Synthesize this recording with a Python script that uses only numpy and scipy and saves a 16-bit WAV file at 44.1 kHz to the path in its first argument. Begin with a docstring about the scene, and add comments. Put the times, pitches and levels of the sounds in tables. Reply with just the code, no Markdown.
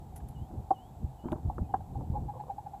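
"""A red grouse on open moorland: sharp clucks and a quickening run of soft low notes, as gliding overtone
series with throat rasp. Distant whistles and a peep are swept sines. Wind on the microphone is shaped noise,
with low thuds from wind and bumps. Camera handling is ringing knocks, brief tonal scrapes and grainy noise
bursts; dry heather crackles as similar bursts. Under it lie the murmur of the moor, a wavering hum, hiss
and a thin electronic whine."""
import sys
import numpy as np
from scipy import signal
from scipy.fft import rfft, irfft
from scipy.io import wavfile
from scipy.ndimage import uniform_filter1d

SR = 44100
rng = np.random.default_rng(int(sys.argv[2]) if len(sys.argv) > 2 else 0)


def master_out(mix):
    """Clip the mix to full scale and print it as 16-bit PCM to the path in sys.argv[1]."""
    frames = np.transpose(np.atleast_2d(mix))
    ceiling = np.clip(frames, -1, 1)
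    pcm = np.round(ceiling * 32767).astype(np.int16)
    wavfile.write(sys.argv[1], SR, pcm)


N = 123479

# Grouse calls: (time [s], length [s], level [dB], mid pitch [Hz], overtone boost [dB], pitch fall [share])
CLUCKS = [(0.7052, 0.021, -15.5, 783, -2.5, .03), (1.498, 0.011, -27.5, 817, -4, 0.054),
          (1.7378, 0.0168, -17.5, 785, 10, .03)]
SOFT_NOTES = [(1.684, 0.035, -40.5, 803, -5, -0.076), (1.803, 0.014, -41.5, 783, 7, 0.039),
              (1.943, 0.04, -38.5, 810, -10, 0.021), (2.145, 0.0388, -31, 823, -5, -0.034),
              (2.277, 0.038, -34.5, 821.5, -0.5, -0.0087), (2.390, 0.031, -35.5, 834, 3.5, -0.02),
              (2.488, 0.034, -32, 807, -3, 0.11), (2.576, 0.023, -33.5, 820, -2, -0.03),
              (2.657, 0.023, -35, 813, 0, 0.11), (2.729, 0.029, -36.5, 799, 1, 0.074),
              (2.757, 0.03, -45, 811, -7, 0.0023)]
# Overtones from the second harmonic up, before the boost: (level [dB])
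CLUCK_OVERTONES_DB = [-49, -64]
NOTE_OVERTONES_DB = [-38.5, -50, -55, -45.5]
# Throat rasp spectra: (frequency [Hz], relative density [dB])
CLUCK_RASP = [(60, -40), (230, 10.5), (400, 8), (580, 0), (1080, 3.5), (1350, -14.5), (1900, -27),
              (2400, -54.5), (7000, -52.5), (15000, -60)]
NOTE_RASP = [(200, -8), (600, -19), (720, 12.5), (950, -9), (1100, -10), (1250, -20), (1550, -16),
             (1900, -31), (2300, -26), (3000, -41), (5000, -40), (12000, -65)]
CROAK_HZ, CROAK_WANDER = 128.5, 0.219  # mean throb rate, rms share of its wander
OVERTONE_EDGE_HZ = 1160  # the boost acts on rasp above this
# Clicks as two clucks start: (time [s], gain [dB])
SNAPS = [(.7065, -65), (1.739, -70)]
# Ring of a snap: (frequency [Hz], level [dB], t60 [s])
SNAP_MODES = [(4150, -5, .012), (5750, -2, .14), (6235, -5, .14), (7200, 3.5, .015)]
SNAP_CONTACT_S = .0002

# Far whistles: (time [s], length [s], level [dB], lowest pitch [Hz], climb [share], dip place [0-1], fade [dB])
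WHISTLES = [(0.330, .15, -66.5, 2885, .145, .27, -15), (0.722, .18, -63.5, 2890, .18, .27, -16),
            (1.160, .16, -69.5, 2905, .11, .24, -12), (1.680, .105, -78, 2830, .085, .58, -2)]
WHISTLE_DROP = .17  # share of the lowest pitch
# Falling peep: (time [s], length [s], level [dB], mid pitch [Hz])
PEEPS = [(1.615, .075, -79, 2510)]
PEEP_FALL = 0.1  # share of the pitch

# Low thuds from wind and bumps on the microphone: (time [s], length [s], level [dB], pitch [Hz])
THUDS = [(0.129, 0.032, -39.5, 65), (0.206, 0.067, -36.5, 58.5), (0.277, 0.04, -39, 50.6),
         (0.4, 0.0367, -35, 87), (0.569, 0.036, -27.5, 103), (1.026, 0.015, -32, 191),
         (1.034, 0.027, -24.5, 79), (1.332, .013, -34, 116), (1.446, 0.0287, -24.5, 92.5),
         (1.466, 0.037, -26, 64.6), (1.602, 0.028, -25.5, 71), (2.097, 0.013, -22.5, 129),
         (2.116, 0.026, -27.5, 92)]
# Crunch in a thud: (frequency [Hz], relative density [dB])
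THUD_CRUNCH = [(60, -14), (180, 13.5), (320, 11), (500, -11), (1000, -13), (3000, -66.5)]
THUD_CRUNCH_DB = -19.5
# Knocks on the camera body: (time [s], gain [dB], contact time [s])
KNOCKS = [(1.239, -34, .0021), (1.2557, -21.5, .003), (1.3208, -23.5, .0014), (1.3275, -31, .0007),
          (1.5822, -37, .0005)]
# Camera body modes: (frequency [Hz], level [dB], t60 [s])
BODY_MODES = [(245, -5, .08), (345, -3.5, .06), (615, -3, .07), (1000, -11, .05), (1320, -19, .02),
              (1680, -17, .025)]
# A squeak and the pitched part of a scuff: (time [s], length [s], level [dB], pitch [Hz])
TONAL_SCRAPES = [(1.2825, .010, -35.5, 950), (1.581, .005, -36, 1200)]

# Hand rubs on the camera; soft scuffs; short dry ticks and one faint dull scuff; heather crackles:
# (time [s], length [s], rms level [dB], treble edge [Hz])
RUBS = [(0.50, 0.11, -49, 770), (1.236, 0.17, -46, 1200), (1.319, 0.019, -38, 2200),
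        (1.358, 0.013, -49, 1290), (1.581, 0.0203, -45.5, 1600), (1.985, 0.025, -46, 595)]
SCUFFS = [(1.5815, 0.011, -45, 2200), (1.948, 0.014, -50, 1600), (2.008, 0.014, -47, 1180),
          (2.133, 0.063, -50, 910), (2.336, 0.014, -50.5, 1300), (2.352, 0.04, -48, 1300),
          (2.436, 0.011, -50, 1100), (2.466, 0.012, -56, 1200), (2.481, 0.028, -49.5, 1300)]
TICKS_AND_SCUFF = [(0.203, 0.0065, -59.5, 1500), (1.286, 0.0029, -57, 2400), (1.3197, 0.0031, -48, 5000),
                   (1.3275, 0.0034, -56.5, 12000)]
CRACKLES = [(0.159, 0.015, -55, 13000), (0.171, 0.018, -62, 12000), (0.286, 0.0058, -59, 15000),
            (0.291, 0.0077, -64, 15100), (0.310, 0.0025, -67, 13000)]
# Their noise spectra: (frequency [Hz], relative density [dB])
RUB_SPECTRUM = [(50, -28), (150, 0.5), (320, 7.5), (450, -6.5), (620, -13.5), (800, 0), (1100, -12.5),
                (1550, -16), (2100, -40), (5000, -48), (15000, -58)]
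SCUFF_SPECTRUM = [(150, 2), (400, -24), (520, 20.5), (640, -5.5), (850, 14), (1120, 5), (1300, -30),
                  (1900, -43), (3000, -37), (12000, -37.5)]
TICK_SPECTRUM = [(500, 0), (1700, -3.5), (3000, -7), (5000, -19), (8000, -14), (12000, -5), (15000, -22)]
CRACKLE_SPECTRUM = [(1000, -7.5), (4000, -24), (6000, -18), (8500, -16), (10000, -6.5), (11900, -3.5),
                    (12600, -14), (15000, -19)]

# Wind gusts: (time [s], level [dB])
WIND_LEVEL = [(0, -47), (0.18, -47.5), (0.245, -44), (0.31, -47.5), (0.423, -39), (0.48, -53), (0.59, -36),
              (0.661, -49.5), (0.80, -53.5), (0.971, -49), (1.04, -38), (1.10, -51), (1.26, -52),
              (1.33, -35.5), (1.39, -47.5), (1.471, -34.5), (1.54, -45.5), (1.62, -33.5), (1.68, -47),
              (1.79, -40), (1.868, -49.5), (1.99, -33.5), (2.06, -42), (2.12, -36.5), (2.25, -36),
              (2.33, -47), (2.55, -51.5), (2.8, -52.5)]
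# Wind, moor murmur and hiss spectra: (frequency [Hz], relative density [dB])
WIND_SPECTRUM = [(12, -18), (25, -22), (45, -1.5), (75, 3), (135, -1.5), (190, -9), (300, -16), (450, -23),
                 (800, -34.5), (1500, -62.5), (4000, -86.5)]
MURMUR_SPECTRUM = [(30, -12.5), (120, -9), (220, -7), (430, -13.5), (620, -11.5), (730, 1), (850, -2.5),
                   (980, -13), (1200, -23), (2100, -37.5), (4000, -43)]
HISS_SPECTRUM = [(500, -3.5), (2200, -0.5), (3800, 1), (5400, -4), (6800, 0), (7900, 5.5), (8400, -4),
                 (9600, -4), (11400, 2), (12300, -2.5), (13700, -1), (15300, -1)]
MURMUR_DB, HISS_DB = -55.5, -72  # rms
HUM_HZ, HUM_WIDTH_HZ, HUM_DB = 130.4, 14, -57.5
# Whine of the camera's electronics: (frequency [Hz], rms level [dB])
WHINE = [(3698, -94.5), (15000, -97)]

ECHO_DB, ECHO_T60_S = -12, 0.089
CUT_HZ = 15310


def amp(db):
    """Decibels to gain."""
    return 10 ** (np.asarray(db) / 20)


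def unit(x):
    """Scales to rms 1."""
    return x / np.sqrt(np.mean(x ** 2) + 1e-20)


def add(mix, start_s, sound):
    """Mixes a sound in at a time."""
    part = mix[max(round(start_s * SR), 0):][:len(sound)]
    part += sound[:len(part)]


def noise(spectrum):
    """Steady noise of rms 1, coloured by log-frequency interpolation."""
    hz, db = np.transpose(spectrum)
    bins_hz = np.fft.rfftfreq(N, 1 / SR)
    gain = amp(np.interp(np.log(bins_hz + 1), np.log(hz), db))
    return unit(irfft(rfft(rng.standard_normal(N)) * gain, N))


def wander(rate_hz):
    """Random motion of rms 1 with a Gaussian low-pass spectrum."""
    gain = np.exp(-(np.fft.rfftfreq(N, 1 / SR) / rate_hz) ** 2)
    return unit(irfft(rfft(rng.standard_normal(N)) * gain, N))


def progress(length_s):
    """Runs from 0 to 1 over a length."""
    return np.linspace(0, 1, max(round(length_s * SR), 8))


def phase_of(pitch_hz):
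    """Phase [rad] of a varying pitch."""
    return 2 * np.pi * np.cumsum(pitch_hz) / SR


def swell(u, rise, hold):
    """Smooth attack to rise, hold until hold, then release; both are shares of the length."""
    ramp = np.interp(u, [0, rise, max(hold, rise), 1], [0, 1, 1, 0])
    return np.sin(np.pi / 2 * ramp) ** 2


def cut(source, start_s, u):
    """The stretch of a running signal that one event uses."""
    return np.take(source, round(start_s * SR) + np.arange(len(u)), mode="wrap")


def strike(modes, contact_s):
    """Decaying modes of a struck object; a longer contact is duller."""
    t = np.arange(SR // 10) / SR
    ring = sum(amp(db - 60 * t / t60_s) * np.sin(2 * np.pi * hz * t) for hz, db, t60_s in modes)
    push = np.sin(np.pi * progress(contact_s)) ** 2
    return np.convolve(ring, push / push.sum())


def background():
    """Murmur and hiss are steady noise; the hum is a sine under random amplitude."""
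    hum = unit(wander(HUM_WIDTH_HZ) * np.sin(2 * np.pi * HUM_HZ * np.arange(N) / SR))
    murmur = amp(MURMUR_DB) * noise(MURMUR_SPECTRUM)
    return murmur + amp(HUM_DB) * hum + amp(HISS_DB) * noise(HISS_SPECTRUM)


def whine():
    """Thin steady tones from the camera's electronics."""
    t = np.arange(N) / SR
    return sum(amp(db) * np.sqrt(2) * np.sin(2 * np.pi * hz * t) for hz, db in WHINE)


def wind():
    """Low turbulence, levelled over 3000 samples, then made to follow the gusts."""
    air = noise(WIND_SPECTRUM)
    air = air / np.sqrt(uniform_filter1d(air ** 2, size=3000) + 1e-9)
    return air * amp(np.interp(np.arange(N) / SR, *np.transpose(WIND_LEVEL)))


def thuds():
    """Low thuds from wind and bumps on the microphone: a few low cycles, with some noise."""
    out, crunch = np.zeros(N), noise(THUD_CRUNCH)
    for start_s, length_s, db, hz in THUDS:
        u = progress(length_s)
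        rock = np.sin(2 * np.pi * hz * length_s * (u - .5))
        rock = rock + amp(THUD_CRUNCH_DB) * unit(cut(crunch, start_s, u))
        add(out, start_s, amp(db) * swell(u, 0.61, 0.17) * rock)
    return out


def grainy_bursts(rows, spectrum, grain_db, grain_hz):
    """Short bursts of unevenly loud noise that start quickly and die away."""
    out, source = np.zeros(N), noise(spectrum) * amp(grain_db * wander(grain_hz))
    for start_s, length_s, db, edge_hz in rows:
        u = progress(length_s)
        lowpass = signal.butter(2, edge_hz, fs=SR, output="sos")
        dulled = signal.sosfilt(lowpass, source)
        envelope = swell(u, 0.1, 0.89) * amp(-11 * u ** 2)
        add(out, start_s, amp(db) * unit(envelope * cut(dulled, start_s, u)))
    return out


def far_whistles():
    """Thin sines that swell as they dip, then climb, level off and fade."""
    out = np.zeros(N)
    for start_s, length_s, db, hz, climb, dip, fade_db in WHISTLES:
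        u = progress(length_s)
        before = np.maximum(1 - u / dip, 0)
        after = np.maximum(u - dip, 0) / (1 - dip)
        pitch_hz = hz * (1 + WHISTLE_DROP * before ** 1.4 + climb * np.sin(np.pi / 2 * after) ** 1.8)
        level = amp(db + fade_db * after) * swell(u, .33, 0.92) ** .8
        add(out, start_s, level * np.sin(phase_of(pitch_hz)))
    return out


def grouse(rows, rise, hold, release, overtones_db, rasp_spectrum, rasp_db, croak, flutter, jitter):
    """A gliding throat tone throbs unevenly with some rasp; the boost sets the brightness of both."""
    out, rasp, shake, drift = np.zeros(N), noise(rasp_spectrum), wander(170), wander(120)
    throb = np.sin(phase_of(CROAK_HZ * (1 + CROAK_WANDER * wander(61.2))))
    highpass = signal.butter(4, OVERTONE_EDGE_HZ, "high", fs=SR, output="sos")
    upper_rasp = signal.sosfiltfilt(highpass, rasp)
    for start_s, length_s, db, hz, boost_db, fall in rows:
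        u = progress(length_s)
        phase = phase_of(hz * (1 + fall * (.5 - u) + jitter * cut(drift, start_s, u)))
        tone = np.sin(phase)
        for harmonic, overtone_db in enumerate(overtones_db, 2):
            tone = tone + amp(overtone_db + boost_db) * np.sin(harmonic * phase)
        grit = unit(cut(rasp, start_s, u) + (amp(boost_db) - 1) * cut(upper_rasp, start_s, u))
        voice = tone * (1 + flutter * cut(shake, start_s, u)) + amp(rasp_db) * grit
        envelope = swell(u, rise, hold) ** np.where(u > hold, release, 1)  # release is an exponent
        add(out, start_s, amp(db) * envelope * voice * (1 + croak * cut(throb, start_s, u)))
    return out


def snaps():
    """A tiny bright ringing click as a cluck starts."""
    out = np.zeros(N)
    for start_s, db in SNAPS:
        add(out, start_s, amp(db) * strike(SNAP_MODES, SNAP_CONTACT_S))
    return out


def knocks():
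    """The camera body rings dully in its modes when knocked."""
    out = np.zeros(N)
    for start_s, db, contact_s in KNOCKS:
        add(out, start_s, amp(db) * strike(BODY_MODES, contact_s))
    return out


def tonal_scrapes():
    """Brief tonal scrapes, a squeak and the pitched part of a scuff: sines of unsteady pitch."""
    out, drift = np.zeros(N), wander(300)
    for start_s, length_s, db, hz in TONAL_SCRAPES:
        u = progress(length_s)
        pitch_hz = hz * (1 + 0.062 * cut(drift, start_s, u))
        add(out, start_s, amp(db) * np.sin(np.pi * u) ** 2 * np.sin(phase_of(pitch_hz)))
    return out


def peeps():
    """A faint, gently falling sine from a far bird."""
    out = np.zeros(N)
    for start_s, length_s, db, hz in PEEPS:
        u = progress(length_s)
        pitch_hz = hz * (1 + PEEP_FALL * (.5 - u))
        add(out, start_s, amp(db) * np.sin(np.pi * u) * np.sin(phase_of(pitch_hz)))
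    return out


def moor(x):
    """Adds a weak, short noise-like scatter from the ground and heather."""
    t = np.arange(SR // 3) / SR
    tail = rng.standard_normal(len(t)) * amp(-60 * t / ECHO_T60_S) * (t > .004)
    return x + amp(ECHO_DB) * signal.fftconvolve(x, tail / np.linalg.norm(tail))[:N]


def scene():
    """Birds and heather scatter off the moor; thuds, handling, wind and background stay dry."""
    clucks = grouse(CLUCKS, rise=0.24, hold=0.19, release=1.46, overtones_db=CLUCK_OVERTONES_DB,
                    rasp_spectrum=CLUCK_RASP, rasp_db=-13, croak=0.045, flutter=0.061, jitter=0.012)
    soft_notes = grouse(SOFT_NOTES, rise=0.46, hold=0.65, release=0.77, overtones_db=NOTE_OVERTONES_DB,
                        rasp_spectrum=NOTE_RASP, rasp_db=-18.5, croak=.2, flutter=.1, jitter=.012)
    heather = grainy_bursts(CRACKLES, CRACKLE_SPECTRUM, grain_db=3, grain_hz=400)
    ticks_and_scuff = grainy_bursts(TICKS_AND_SCUFF, TICK_SPECTRUM, grain_db=1, grain_hz=600)
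    rubs = grainy_bursts(RUBS, RUB_SPECTRUM, grain_db=3.5, grain_hz=160)
    scuffs = grainy_bursts(SCUFFS, SCUFF_SPECTRUM, grain_db=0.5, grain_hz=150)
    outdoors = moor(clucks + snaps() + soft_notes + far_whistles() + peeps() + heather)
    handling = knocks() + tonal_scrapes() + ticks_and_scuff + rubs + scuffs
    return (outdoors + thuds() + handling + wind() + background() + whine())[None]


def record(dry):
    """Band limit: a linear-phase low-pass."""
    lowpass = signal.firwin(601, CUT_HZ, window=("kaiser", 8), fs=SR)
    return signal.oaconvolve(dry, lowpass[None], "same")


dry = scene()
out = record(dry)
master_out(out)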